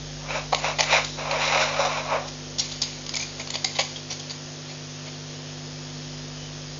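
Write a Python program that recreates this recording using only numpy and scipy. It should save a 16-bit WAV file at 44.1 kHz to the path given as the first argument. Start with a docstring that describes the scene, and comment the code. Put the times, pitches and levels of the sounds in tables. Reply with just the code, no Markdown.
"""An elephant drinks at night

Water gushes and gurgles through an elephant's trunk for two seconds, then spills and slaps back
onto the waterhole in splashes that thin out and fade. Bubbles glug, and thrown-up drops patter down.
Near the end comes one faint whistle from the bush. An outdoor microphone sends it all down a narrow
mono line, with mains hum, a high whine, a thin buzz and hiss running underneath."""
import sys
import numpy as np
from scipy import signal
from scipy.fft import rfft, irfft
from scipy.io import wavfile
from scipy.ndimage import map_coordinates

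SR = 44100
rng = np.random.default_rng(int(sys.argv[2]) if len(sys.argv) > 2 else 0)


def output_pcm(signal):
    """Save a mono or channel-first signal as 16-bit PCM at the path in sys.argv[1].

    Samples are clipped to [-1, 1] before scaling.
    """
    pcm = np.clip(np.atleast_2d(signal).T, -1, 1) * 32767
    wavfile.write(sys.argv[1], SR, np.round(pcm).astype(np.int16))


N = 299439
TIME = np.arange(N) / SR


def undb(db):
    """Turn decibels into a number to multiply by."""
    return 10 ** (np.asarray(db) / 20)


def unit(x):
    """Scale a sound so that its average level (rms) is 1."""
    return x / np.sqrt(np.mean(x ** 2) + 1e-18)


def curves(table):
    """Join a table's rows by straight lines in time, one curve for each level column."""
    times, *columns = np.transpose(table)
    return [np.interp(TIME, times, column) for column in columns]


def colour(x, points):
    """Shape a sound's tone by (Hz, dB) points; beyond the first and last it falls away."""
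    hz, db = np.transpose(points)
    log_hz = np.log(np.fft.rfftfreq(len(x), 1 / SR) + 1)
    outside = np.abs(log_hz - np.clip(log_hz, np.log(hz[0]), np.log(hz[-1])))
    gain = undb(np.interp(log_hz, np.log(hz), db) - 49 * outside)
    return irfft(rfft(x) * gain, len(x))


def wander(per_second):
    """A smooth random wobble with a typical size of 1."""
    knots = rng.standard_normal(4096)
    return unit(map_coordinates(knots, [TIME * per_second], order=3, mode="wrap"))


MAINS_HZ = 50
# The hum's changing tones. Each row: time in seconds, then levels in dB at 50, 150 and 250 Hz.
HUM_LEVELS = [(0.0, -45.5, -39.5, -47.5), (1.6, -48, -40.5, -44.5), (3.4, -54, -44.5, -46.5),
              (4.7, -70, -41.5, -47), (6.0, -52, -39.5, -44), (6.79, -52, -40, -47)]
# The hum's steady tones. Each row: pitch in Hz, level in dB.
HUM_TONES = [(100, -52.5), (350, -53.5), (450, -61), (550, -65)]


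def mains_hum():
    """Mains power hums at multiples of its own pitch; three low tones slowly sink and swell."""
    changing = list(zip((50, 150, 250), curves(HUM_LEVELS)))
    hum = sum(undb(db) * np.sin(2 * np.pi * (hz * TIME + rng.random()))
              for hz, db in changing + list(HUM_TONES))
    return np.sqrt(2) * hum


# The whine's loudness. Each row: time in seconds, level in dB.
WHINE_LEVELS = [(0, -64.5), (5.3, -64.5), (5.85, -59), (6.79, -55)]


def whine(hz=5040):
    """A thin electrical tone wavers and swells near the end."""
    db, = curves(WHINE_LEVELS)
    gain = np.sqrt(2) * undb(db + 3.3 * wander(6))
    return gain * np.sin(2 * np.pi * hz * TIME + 1.3 * wander(45))


# The tone of the buzz. Each row: frequency in Hz, level in dB.
BUZZ_COLOUR = [(200, -16), (600, -1.5), (1200, 1.5), (2000, -1.5), (3000, 3.5), (4000, -2.5), (5200, 7.5),
               (7000, -17.5)]


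def buzz():
    """A rectifier ticks twice in each mains cycle; the wiring smears the two ticks differently."""
    t, period = np.arange(SR // 100) / SR, SR // MAINS_HZ
    out = 0
    for start in (0, period // 2):
        ticks = np.arange(N) % period == start
        smear = rng.standard_normal(len(t)) * np.exp(-t / 0.0021)
        out += signal.fftconvolve(ticks.astype(float), unit(smear))[:N]
    return undb(-47.5) * unit(colour(out, BUZZ_COLOUR))


# The tone of the hiss. Each row: frequency in Hz, level in dB.
HISS_COLOUR = [(25, -2), (60, 2.5), (200, 1.5), (390, 4), (560, 6.5), (840, 0), (1600, -4), (2450, -3),
               (3000, 0.3), (4200, 0), (5500, -0.1), (6700, 2.2), (7300, -19)]


def hiss():
    """The line hisses over the soft, low night air; the treble flickers in narrow strips."""
    spectrum = rfft(colour(rng.standard_normal(N), HISS_COLOUR))
    strip = np.fft.rfftfreq(N, 1 / SR) // 300  # each strip is 300 Hz wide
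    out = irfft(spectrum * (strip < 8), N)  # the low strips stay steady
    for k in range(8, 25):
        out += irfft(spectrum * (strip == k), N) * undb(wander(12))
    return undb(-41) * unit(out)


# Gushes of water through the trunk. Each row: time of full flow in seconds, seconds held,
# swell in dB per second, level in dB, then froth and spray in dB compared with that level.
GUSHES = [(0.23, 0.015, 400, -41, -11, -14), (0.31, 0.068, 380, -31.5, -0.5, -5.5),
          (0.65, 0.037, 300, -27.5, 0, -3.5), (0.927, 0.035, 254, -22, 4, -1.5),
          (1.19, 0.14, 790, -31.5, -5, -10), (1.325, 0.059, 298, -30, -2, -8.5),
          (1.42, 0.082, 296, -28, 2, -0.5), (1.535, 0.042, 248, -22.5, -0.5, -4.5),
          (1.618, 0.013, 300, -24, 0.5, -1.5), (1.68, 0.13, 199, -32, -1, -10),
          (1.794, 0.06, 344, -25.5, -5.5, -4.5), (1.91, 0.079, 201, -30, -3, -7),
          (2.13, 0.028, 165, -24.5, -6, -17.5), (2.22, 0.039, 197, -38.5, -18, -9.5)]


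def gushes(ebb_db_per_s=240, mist_fade_db_per_s=43):
    """Loudness curves for the trunk's body, froth and spray; fine mist lingers after each gush."""
    power = np.zeros((3, N))
    for full_at, hold, swell, db, froth_db, spray_db in GUSHES:
        rising_db = db - swell * np.maximum(full_at - TIME, 0)
        since_end = np.maximum(TIME - full_at - hold, 0)
        flow = undb(rising_db - ebb_db_per_s * since_end)
        mist = undb(rising_db - 9.5 - mist_fade_db_per_s * since_end)
        power += np.array([flow, undb(froth_db) * flow, undb(spray_db) * np.maximum(flow, mist)]) ** 2
    return np.sqrt(power)


def droplets(per_second, spread_db, size):
    """Tiny drops hit at random moments, some harder than others."""
    hits = rng.random(size) < per_second / SR
    signs = rng.choice([-1, 1], size)
    return unit(hits * signs * undb(spread_db * rng.standard_normal(size)))


def bubble(t, hz, cycles, rise):
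    """A bubble rings and dies away; its pitch climbs as it nears the surface."""
    age = np.maximum(t, 0) * hz / cycles
    phase = 2 * np.pi * cycles * age * (1 + rise * np.minimum(age, 2))
    return np.sin(phase) * np.exp(-2 * age)


def gurgle(count, low_hz, high_hz, cycles):
    """A stream of bubbles, each with a random moment, pitch and strength."""
    t = np.arange(SR // 20) / SR
    out = np.zeros(N + len(t))
    for when, pitch, strength in rng.random((count, 3)):
        i, hz = int(when * N), low_hz * (high_hz / low_hz) ** pitch
        out[i:i + len(t)] += strength * bubble(t, hz, cycles, rise=0.064)
    return unit(out[:N])


def band(x, low_hz, high_hz):
    """Keep the sound between two frequencies and scale it to level 1."""
    return unit(signal.sosfilt(signal.butter(3, [low_hz, high_hz], "band", fs=SR, output="sos"), x))


def resonate(x, resonances):
    """Make a sound ring at several pitches at once, as a tube does."""
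    return sum(undb(db) * signal.lfilter(*signal.iirpeak(hz, hz / width, fs=SR), x)
               for hz, width, db in resonances)


# Where the trunk and mouth ring: low (body), middle (froth) and high (spray).
# Each row: pitch in Hz, width in Hz, level in dB.
BODY_RESONANCES = [(563, 250, 3), (695, 230, -2), (940, 220, 0.5), (1230, 160, -12.5)]
FROTH_RESONANCES = [(1600, 520, -5.5), (2200, 310, -1.5), (2430, 610, 5), (3050, 380, -11)]
SPRAY_RESONANCES = [(3950, 560, 0), (5080, 480, -6), (5680, 520, -3.5), (6720, 560, -6)]


def trunk():
    """Churning water and bursting froth make the trunk ring, gush by gush."""
    body_gain, froth_gain, spray_gain = gushes()
    churn = droplets(per_second=1400, spread_db=1, size=N) + 0.87 * rng.standard_normal(N)
    churn *= undb(wander(110))  # the flow sputters
    body = unit(resonate(churn, BODY_RESONANCES))
    body += 0.5 * gurgle(count=800, low_hz=524.5, high_hz=1244, cycles=15)
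    froth = unit(resonate(churn, FROTH_RESONANCES))
    froth += 0.41 * gurgle(count=1200, low_hz=2050, high_hz=2740, cycles=16)
    spray = resonate(churn, SPRAY_RESONANCES)
    return (undb(-0.86) * body_gain * band(body, 500, 1347)
            + undb(-2.03) * froth_gain * band(froth, 1290, 2940)
            + undb(-1.64) * spray_gain * band(spray, 3200, 6400))


def bank_echoes(water, fade_s, level_db):
    """The banks and bushes scatter the sound back as a faint blur of echoes."""
    t = np.arange(SR) / SR
    echoes = rng.standard_normal(SR) * undb(-60 * t / fade_s) * np.minimum(t / 0.0077, 1)
    return undb(level_db) * signal.fftconvolve(water, echoes / np.linalg.norm(echoes))[:N]


# Bubbles that stand out alone; the row at 1.625 s is a short ring as the flow surges. # Each row: start in
# seconds, pitch in Hz, peak level in dB.
BUBBLES = [(0.347, 597, -19.5), (1.555, 560, -22), (1.625, 1505, -17), (1.793, 560, -17.5),
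           (1.848, 736, -17), (2.142, 599, -17.5), (2.18, 578, -24), (3.145, 2330, -22.5),
           (3.17, 2180, -24), (3.202, 2320, -24), (3.227, 2400, -24), (3.398, 2200, -27), (3.646, 768, -25),
           (3.647, 2094, -19.5), (3.65, 4720, -23), (3.79, 550, -22.5), (3.96, 3270, -25),
           (4.105, 5630, -24), (4.306, 4600, -21)]


def glugs():
    """Single bubbles ring out as low glugs and high plinks."""
    out, t = np.zeros(N + SR), np.arange(SR // 5) / SR
    for start, hz, db in BUBBLES:
        cycles = 16 * (hz / 1000) ** 0.41  # smaller, higher bubbles ring for more cycles
        fade_in = np.minimum(t * hz, 1)
        i = int(start * SR)
        out[i:i + len(t)] += undb(db) * fade_in * bubble(t, hz, cycles, rise=0.0025)
    return out[:N]


# The tones of a splash's low air pocket, middle splatter and high spray.
# Each row: frequency in Hz, level in dB.
POCKET_COLOUR = [(300, -32.5), (430, -9.5), (570, 2), (850, 2.5), (1200, -6), (1600, -30)]
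SPLATTER_COLOUR = [(1100, -25), (1650, -17.5), (2050, -3.5), (2350, -4), (2750, -7), (3500, -15)]
SPRAY_COLOUR = [(2200, -44), (3000, -2), (3500, 2), (4800, 8), (5700, -2), (6700, 7.5), (7400, -14.5)]


def splash(length, pocket_db, splatter_db, spray_db, bubble_hz):
    """A lump of water lands: an air pocket plops, drops splatter and small bubbles ring in the spray."""
    t = np.arange(SR // 5) / SR - 0.01  # the water lands 0.01 seconds in
    landing = np.clip(t / (0.3 * length), 0, 1) * np.exp(-np.maximum(t - length, 0) / 0.0011)
    impacts = droplets(per_second=4000, spread_db=4.5, size=len(t))
    drops = landing * (impacts + 0.5 * rng.standard_normal(len(t)))
    drops[int((0.01 + length / 2) * SR)] += 8  # the bulk of the water smacks down
    births = rng.random(6) * length
    pitches = bubble_hz * (1 + 0.035 * rng.standard_normal(6))
    rings = sum(bubble(t - birth, hz, cycles=28, rise=0.015) for birth, hz in zip(births, pitches))
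    spray = unit(colour(drops, SPRAY_COLOUR)) + 0.81 * unit(rings)
    sound = (undb(pocket_db + 0.6) * unit(colour(drops, POCKET_COLOUR))
             + undb(splatter_db - 1.5) * unit(colour(drops, SPLATTER_COLOUR))
             + undb(spray_db - 2) * unit(spray))
    return sound * np.sqrt(length * SR / len(t))  # levels hold over the length of the landing


# Water hitting the pond. Each row: start in seconds, length in seconds, level in dB,
# air pocket in dB compared with that level, bubble pitch in Hz.
SPLASHES = [(0.523, 0.013, -29, 11, 4030), (0.546, 0.0028, -16.5, -6.5, 4000),
            (0.583, 0.018, -36, -7.5, 6700), (0.643, 0.0028, -29, 7, 3830), (0.784, 0.019, -24.5, -1, 4500),
            (0.804, 0.0069, -15.5, -7, 5670), (0.825, 0.017, -29, -2.5, 5940),
            (1.046, 0.0036, -22, -21, 4660), (1.309, 0.0069, -26, -2, 4000), (2.276, 0.014, -35, -14, 5220),
            (2.582, 0.0095, -23.5, -26, 5600), (2.592, 0.013, -17.5, -27, 5480),
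            (2.645, 0.013, -37, -14, 4820), (2.715, 0.011, -29, -24, 3540), (2.816, 0.0073, -16, -27, 5100),
            (2.825, 0.014, -26, -21.5, 4100), (3.064, 0.0037, -29.5, -14, 5340),
            (3.092, 0.0021, -20.5, -20, 5230), (3.137, 0.0073, -26, -15, 5000),
            (3.154, 0.0025, -20, -20, 6630), (3.163, 0.0097, -22.5, -19.5, 5100),
            (3.187, 0.049, -30.5, -19, 6280), (3.393, 0.025, -34, -8.5, 6530),
            (3.473, 0.0024, -27, -13, 4500), (3.503, 0.0037, -22.5, -17, 6680),
            (3.536, 0.014, -28.5, -12.5, 3600), (3.552, 0.0086, -24, -11, 4640),
            (3.643, 0.0068, -15.5, -24, 4830), (3.747, 0.025, -32, -13, 3770),
            (3.786, 0.013, -20, -6.5, 4320), (3.801, 0.016, -24, -11, 3370),
            (3.957, 0.014, -35.5, -19, 3350), (4.098, 0.033, -31, -14, 5630),
            (4.193, 0.0099, -32.5, -25, 3280), (4.295, 0.024, -33, -15.5, 4530),
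            (4.679, 0.046, -43.5, -7.5, 4180), (5.056, 0.036, -43.5, -6, 4720)]


def spills():
    """Spilled water slaps onto the pond; deeper splashes splatter more, up to a limit."""
    out = np.zeros(N + SR)
    for start, length, db, pocket_db, hz in SPLASHES:
        splatter_db = min(pocket_db + 4, 0)
        sound = splash(length, db + pocket_db, db + splatter_db, db, hz)
        i = int(start * SR) - SR // 100
        out[i:i + len(sound)] += sound
    return out[:N]


def patter(fade_db_per_s=65):
    """Drops thrown up by each splash rain back and fade; a longer splash throws up more."""
    thrown = np.zeros(N)
    for start, length, db, _, _ in SPLASHES:
        thrown[int((start + length) * SR)] += length / 0.01 * undb(db) ** 2
    power = signal.lfilter([1], [1, -undb(-fade_db_per_s / SR) ** 2], thrown)
    drops = droplets(per_second=2500, spread_db=1, size=N)
    rain = (unit(colour(drops, SPRAY_COLOUR))
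            + undb(-7.5) * unit(colour(drops, SPLATTER_COLOUR))
            + undb(-13.5) * unit(colour(drops, POCKET_COLOUR)))
    return undb(-20) * np.sqrt(power) * rain


def whistle(start_s, length_s, from_hz, to_hz, db):
    """A very faint, wavering whistle slides in pitch far out in the bush."""
    progress = np.clip((TIME - start_s) / length_s, 0, 1)
    hz = from_hz + (to_hz - from_hz) * progress + 110 * wander(160)
    return undb(db) * np.sin(np.pi * progress) * np.sin(2 * np.pi * np.cumsum(hz) / SR)


def scene():
    """The water, its echoes, the night and the electrical noise, the same in both channels."""
    water = trunk() + glugs() + spills() + patter()
    night = hiss() + whistle(start_s=6.32, length_s=0.22, from_hz=3150, to_hz=2860, db=-46)
    echoes = bank_echoes(water, fade_s=0.25, level_db=-8.5)
    mono = water + echoes + night + mains_hum() + whine() + buzz()
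    return np.array([mono, mono])


def record(dry):
    """The narrow line cuts off the treble above 7130 Hz."""
    return signal.sosfilt(signal.ellip(10, 0.2, 75, 7130, fs=SR, output="sos"), dry)


dry = scene()
out = record(dry)
output_pcm(out)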